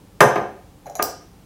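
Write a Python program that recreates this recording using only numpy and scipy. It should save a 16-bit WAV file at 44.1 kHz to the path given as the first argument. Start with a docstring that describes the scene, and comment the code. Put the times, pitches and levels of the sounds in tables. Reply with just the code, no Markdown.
"""Low, steady ventilation air with a faint hum, close by a wooden table in a small, bare room.
A hard knock shakes the tabletop and a glass jar of hard candies, and a softer knock follows.
A candy ticks against the glass, the jar knocks again and the candy lands with a bright double clink.
Struck bodies are decaying sines, contacts are short coloured noise, and dense noise echoes make the room.
The loudest knock overloads the microphone."""
import sys
import numpy as np
from scipy import signal
from scipy.fft import rfft, irfft
from scipy.io import wavfile

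SR = 44100
rng = np.random.default_rng(int(sys.argv[2]) if len(sys.argv) > 2 else 0)


def inscribe(sig):
    """Save sig as 16-bit PCM at rate SR to the path in sys.argv[1].

    A 1-D sig is mono; a 2-D sig holds one channel per row.
    Samples are clipped to [-1, 1] before scaling.
    """
    pcm = np.round(np.clip(np.atleast_2d(sig).T, -1, 1) * 32767)
    wavfile.write(sys.argv[1], SR, pcm.astype(np.int16))


N = 63945
T = np.arange(N) / SR  # s
HZ = np.fft.rfftfreq(N, 1 / SR)

# Knocks on the table. Each row: start in seconds, level of the hollow knock in dB, contact cut-off in Hz,
# tabletop level in dB, lowest tabletop frequency in Hz, glass rattle level in dB.
TABLE_KNOCKS = [(.2050, -18, 4000, -23, 403, -11), (.2063, 0.5, 5900, 0, 105.3, -1),
                (.2135, -25, 2980, -8, 120.3, -12), (0.3579, -18.5, 6150, -32, 410, -29),
                (0.3606, -7.5, 1180, -15, 130, -37), (.3760, -17.5, 800, -21, 110, -40),
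                (.9938, -23, 6000, -39, 402, -57), (0.9969, -8.5, 1500, -18.5, 263, -50)]
# Colour of the contact noise of taps and clinks. Each row: frequency in Hz, relative level in dB.
TICK_COLOUR = [(300, -2), (2000, -6.5), (3500, -7), (5500, 6), (7800, -5), (11500, -0.5), (15500, 2)]


def undb(db):
    """Decibels to gain."""
    return 10 ** (np.asarray(db) / 20)


def lookup(points, hz):
    """Read a table of (Hz, value) on a log-frequency axis."""
    f, v = np.array(points, float).T
    return np.interp(np.log(hz + 1), np.log(f), v)


def fade(t60):
    """Exponential decay of 60 dB in t60 seconds."""
    return np.exp(-np.log(1000) * T / t60)


def rise(seconds):
    """A soft attack with this time constant."""
    return 1 - np.exp(-T / seconds)


def noise(colour):
    """Noise of rms 1 with the given colour."""
    white = rng.standard_normal(N)
    x = irfft(rfft(white) * undb(lookup(colour, HZ)), N)
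    return x / x.std()


def ring(modes):
    """Decaying sines of a struck body."""
    return sum(undb(db) * np.sin(2 * np.pi * hz * T) * fade(t60) for hz, db, t60 in modes)


def shimmer(modes, spread, count=12):
    """Glass loaded with candies: each mode splits into close partials that beat."""
    t, out = T[:N // 6], np.zeros(N)  # the partials stop after a sixth of the scene
    for hz, db, t60 in modes:
        detune, phase = rng.uniform(-1, 1, (2, count, 1))
        partial_hz = hz * (1 + spread * detune)
        partials = np.sin(2 * np.pi * partial_hz * t + np.pi * phase)
        cluster = partials.sum(0) * fade(t60)[:len(t)]
        out[:len(t)] += undb(db) * cluster / np.sqrt(count)
    return out


def at(x, start):
    """Delay a sound to its start time."""
    return np.concatenate([np.zeros(int(start * SR)), x])[:N]


def soften(x, hz):
    """A softer contact excites less treble."""
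    return signal.sosfilt(signal.butter(2, hz, fs=SR, output="sos"), x)


def thin(x, hz):
    """Take away the bass below hz."""
    return signal.sosfilt(signal.butter(3, hz, "high", fs=SR, output="sos"), x)


def ventilation():
    """Low steady air noise with a faint hum."""
    # Colour of the air. Each row: frequency in Hz, relative level in dB.
    air_colour = [(15, -46), (25, -14.5), (49, -4.5), (183, -6.5), (253, -12.5), (289, -13), (509, -15),
                  (631, -22.5), (782, -19.5), (1340, -27), (1620, -29.5), (15500, -38.5)]
    # Steady hum tones. Each row: frequency in Hz, rms level in dB.
    hum_tones = [(52, -62), (102, -60), (179, -61), (297, -61.5)]
    hum = 0
    for hz, db in hum_tones:
        tone = np.sin(2 * np.pi * (hz * T + rng.random()))
        hum = hum + undb(db) * np.sqrt(2) * tone  # sqrt(2) gives the sine an rms of 1
    air_db = -49  # rms
    return undb(air_db) * noise(air_colour) + hum


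def thud(low_hz):
    """The dense, short ring of the wooden top; a light blow does not reach its bass."""
    # Colour of the wood. Each row: frequency in Hz, relative level in dB.
    wood_colour = [(40, -33), (85, -11.5), (135, -1), (200, 3.5), (280, -11), (500, 2.5), (750, -1.5),
                   (1100, -1), (1700, -3), (2300, -9.5), (3500, -24), (8000, -46.5)]
    level_db, t60_s, rise_s = -4.5, 0.11, 0.00083
    wood = noise(wood_colour) * rise(rise_s) * fade(t60_s)
    return undb(level_db) * thin(wood, low_hz)


def knocks():
    """Each knock rings hollow, thuds in the wood and rattles the glass."""
    # Modes of the hollow knock. Each row: frequency in Hz, level in dB, 60 dB decay in seconds.
    hollow_modes = [(416.4, -12.5, 0.055), (752.4, -4.5, 0.034), (1225, -2.5, 0.043), (1622, -6, .028),
                    (2050, -9.5, 0.011), (2607, -13, .026), (2950, -27.5, .024)]
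    # Modes of the rattling glass. Each row: frequency in Hz, level in dB, 60 dB decay in seconds.
    glass_modes = [(4100, -30, 0.15), (5390, -29, 0.15), (6110, -26.5, .2), (6690, -33, .12),
                   (8000, -38, .18), (11200, -35.5, .16), (11660, -32.5, 0.2)]
    # Colour of the contact crack. Each row: frequency in Hz, relative level in dB.
    crack_colour = [(300, -16.5), (1100, 0), (1800, 16.5), (2700, 6), (4000, 0.5), (6400, 0), (7400, -5),
                    (12000, -3.5), (16000, -13)]
    crack_db, crack_t60_s = -3, 0.018
    spread = 0.045  # scatter of the close partials, as a share of each mode's Hz
    body = thin(ring(hollow_modes), 270)  # small bodies radiate little bass
    out = 0
    for start, db, contact_hz, table_db, low_hz, glass_db in TABLE_KNOCKS:
        crack = undb(crack_db) * noise(crack_colour) * fade(crack_t60_s)
        rattle = shimmer(glass_modes, spread) + crack
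        hollow = undb(db) * soften(body, contact_hz)
        wood = undb(table_db) * thud(low_hz)
        out = out + at(hollow + wood + undb(glass_db) * rattle, start)
    return out


def tabletop():
    """The long, faint ring of the table after each knock."""
    # Modes of the table. Each row: frequency in Hz, level in dB, 60 dB decay in seconds.
    wood_modes = [(129.6, -18, .35), (145.8, -20.5, 0.32), (419, -28, .55), (508, -13, 0.48),
                  (539, -24.5, 0.61), (712, -16.5, 0.48), (856, -18, 0.44), (884, -13.5, 0.36),
                  (995.5, -19, .5), (1208, -31.5, 0.39), (1552, -22.5, 0.47)]
    rise_cycles = 2.5  # each mode swells over a few cycles, so the bass comes late
    wood = sum(ring([mode]) * rise(rise_cycles / mode[0]) for mode in wood_modes)
    out = 0
    for start, _, _, table_db, low_hz, _ in TABLE_KNOCKS:
        out = out + at(undb(table_db) * thin(wood, low_hz), start)
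    return out


def room(x):
    """Dense wall echoes as decaying noise in half-octave bands; the highest treble dies first."""
    # Decay of the room. Each row: frequency in Hz, 60 dB decay in seconds.
    decay_points = [(100, 0.29), (400, 0.4836), (1000, 0.39), (2500, 0.5756), (6000, 0.4445), (8500, 0.33),
                    (14000, 0.17)]
    # Strength of the room. Each row: frequency in Hz, echo energy over the direct sound in dB.
    strength_points = [(100, 1.5), (400, 3), (700, 2), (1200, -3), (2500, -8.5), (6000, -2), (14000, -3.5)]
    delay_s, build_s = 0.003, 0.0013
    spectrum, echo = rfft(rng.standard_normal(N)), 0
    onset = rise(build_s)
    for hz in 62.5 * 2 ** (np.arange(17) / 2):
        inside = np.abs(np.log2((HZ + 1) / hz)) < 1 / 4  # octaves either side
        band = irfft(spectrum * inside, N) * onset * fade(lookup(decay_points, hz))
        # a band with the energy of the same band of a single click
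        unit_band = band * np.sqrt(inside.mean() / np.sum(band ** 2))
        echo = echo + unit_band * undb(lookup(strength_points, hz))
    return signal.fftconvolve(x, at(echo, delay_s))[:N]


def taps():
    """Light touches ring the glass wall and the hollow of the jar, and faintly the table."""
    # A candy touches the glass wall. Each row: start in seconds, ring level in dB,
    # level of the jar's hollow in dB, hollow pitch in Hz, tick level in dB.
    wall_touches = [(.8575, -49, -29, 820, -60), (.8660, -43, -25, 706, -45.5),
                    (.8720, -64, -26.5, 569, -50), (.8982, -45, -36, 778, -42),
                    (0.9536, -28, -22.5, 745, -29), (.9630, -34, -29, 654, -47)]
    # Modes of the glass wall. Each row: frequency in Hz, level in dB, 60 dB decay in seconds.
    glass_modes = [(2300, -14, 0.046), (4076, -7.5, 0.026), (5970, -4, 0.051), (6780, 0, 0.037),
                   (9530, -13, .025), (11040, -7.5, .03), (11600, -10.5, 0.035)]
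    spread = 0.021  # scatter of the close partials, as a share of each mode's Hz
    tick_t60_s, hollow_t60_s, hollow_rise_s = 0.0093, 0.057, 0.0019
    wood_db, wood_low_hz = -14.5, 218  # the table under the jar, relative to the hollow
    out = 0
    for start, ring_db, hollow_db, hollow_hz, tick_db in wall_touches:
        wall = shimmer(glass_modes, spread)
        tick = noise(TICK_COLOUR) * fade(tick_t60_s)
        cavity = np.sin(2 * np.pi * hollow_hz * T) * rise(hollow_rise_s) * fade(hollow_t60_s)
        hollow = cavity + undb(wood_db) * thud(wood_low_hz)
        touch = undb(ring_db) * wall + undb(hollow_db) * hollow + undb(tick_db) * tick
        out = out + at(touch, start)
    return out


def clinks():
    """A sharp crack and a cluster of high glass modes for each landing."""
    # A candy lands and bounces. Each row: start in seconds, level in dB.
    landings = [(1.0246, -14), (1.0274, -8.5)]
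    # Modes of the struck glass. Each row: frequency in Hz, level in dB, 60 dB decay in seconds.
    glass_modes = [(5000, -24, 0.12), (5450, -25, .18), (5820, -21, 0.16), (8700, -24, 0.033),
                   (11500, -39, 0.05), (12600, -37.5, .06), (14640, -29, .06)]
    crack_db, crack_t60_s = 3, 0.0057
    spread = 0.023  # scatter of the close partials, as a share of each mode's Hz
    out = 0
    for start, db in landings:
        crack = undb(crack_db) * noise(TICK_COLOUR) * fade(crack_t60_s)
        out = out + at(undb(db) * (crack + shimmer(glass_modes, spread)), start)
    return out


def scene():
    """All contacts, their echoes, the ringing table and the quiet room."""
    direct = knocks() + taps() + clinks()
    return (direct + room(direct) + tabletop() + ventilation())[None]


def record(dry):
    """The microphone clips at full scale and the top is cut."""
    top_hz = 15800
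    clipped = np.clip(dry, -1, 1)
    return signal.sosfilt(signal.ellip(10, .1, 80, top_hz, fs=SR, output="sos"), clipped)


dry = scene()
out = record(dry)
inscribe(out)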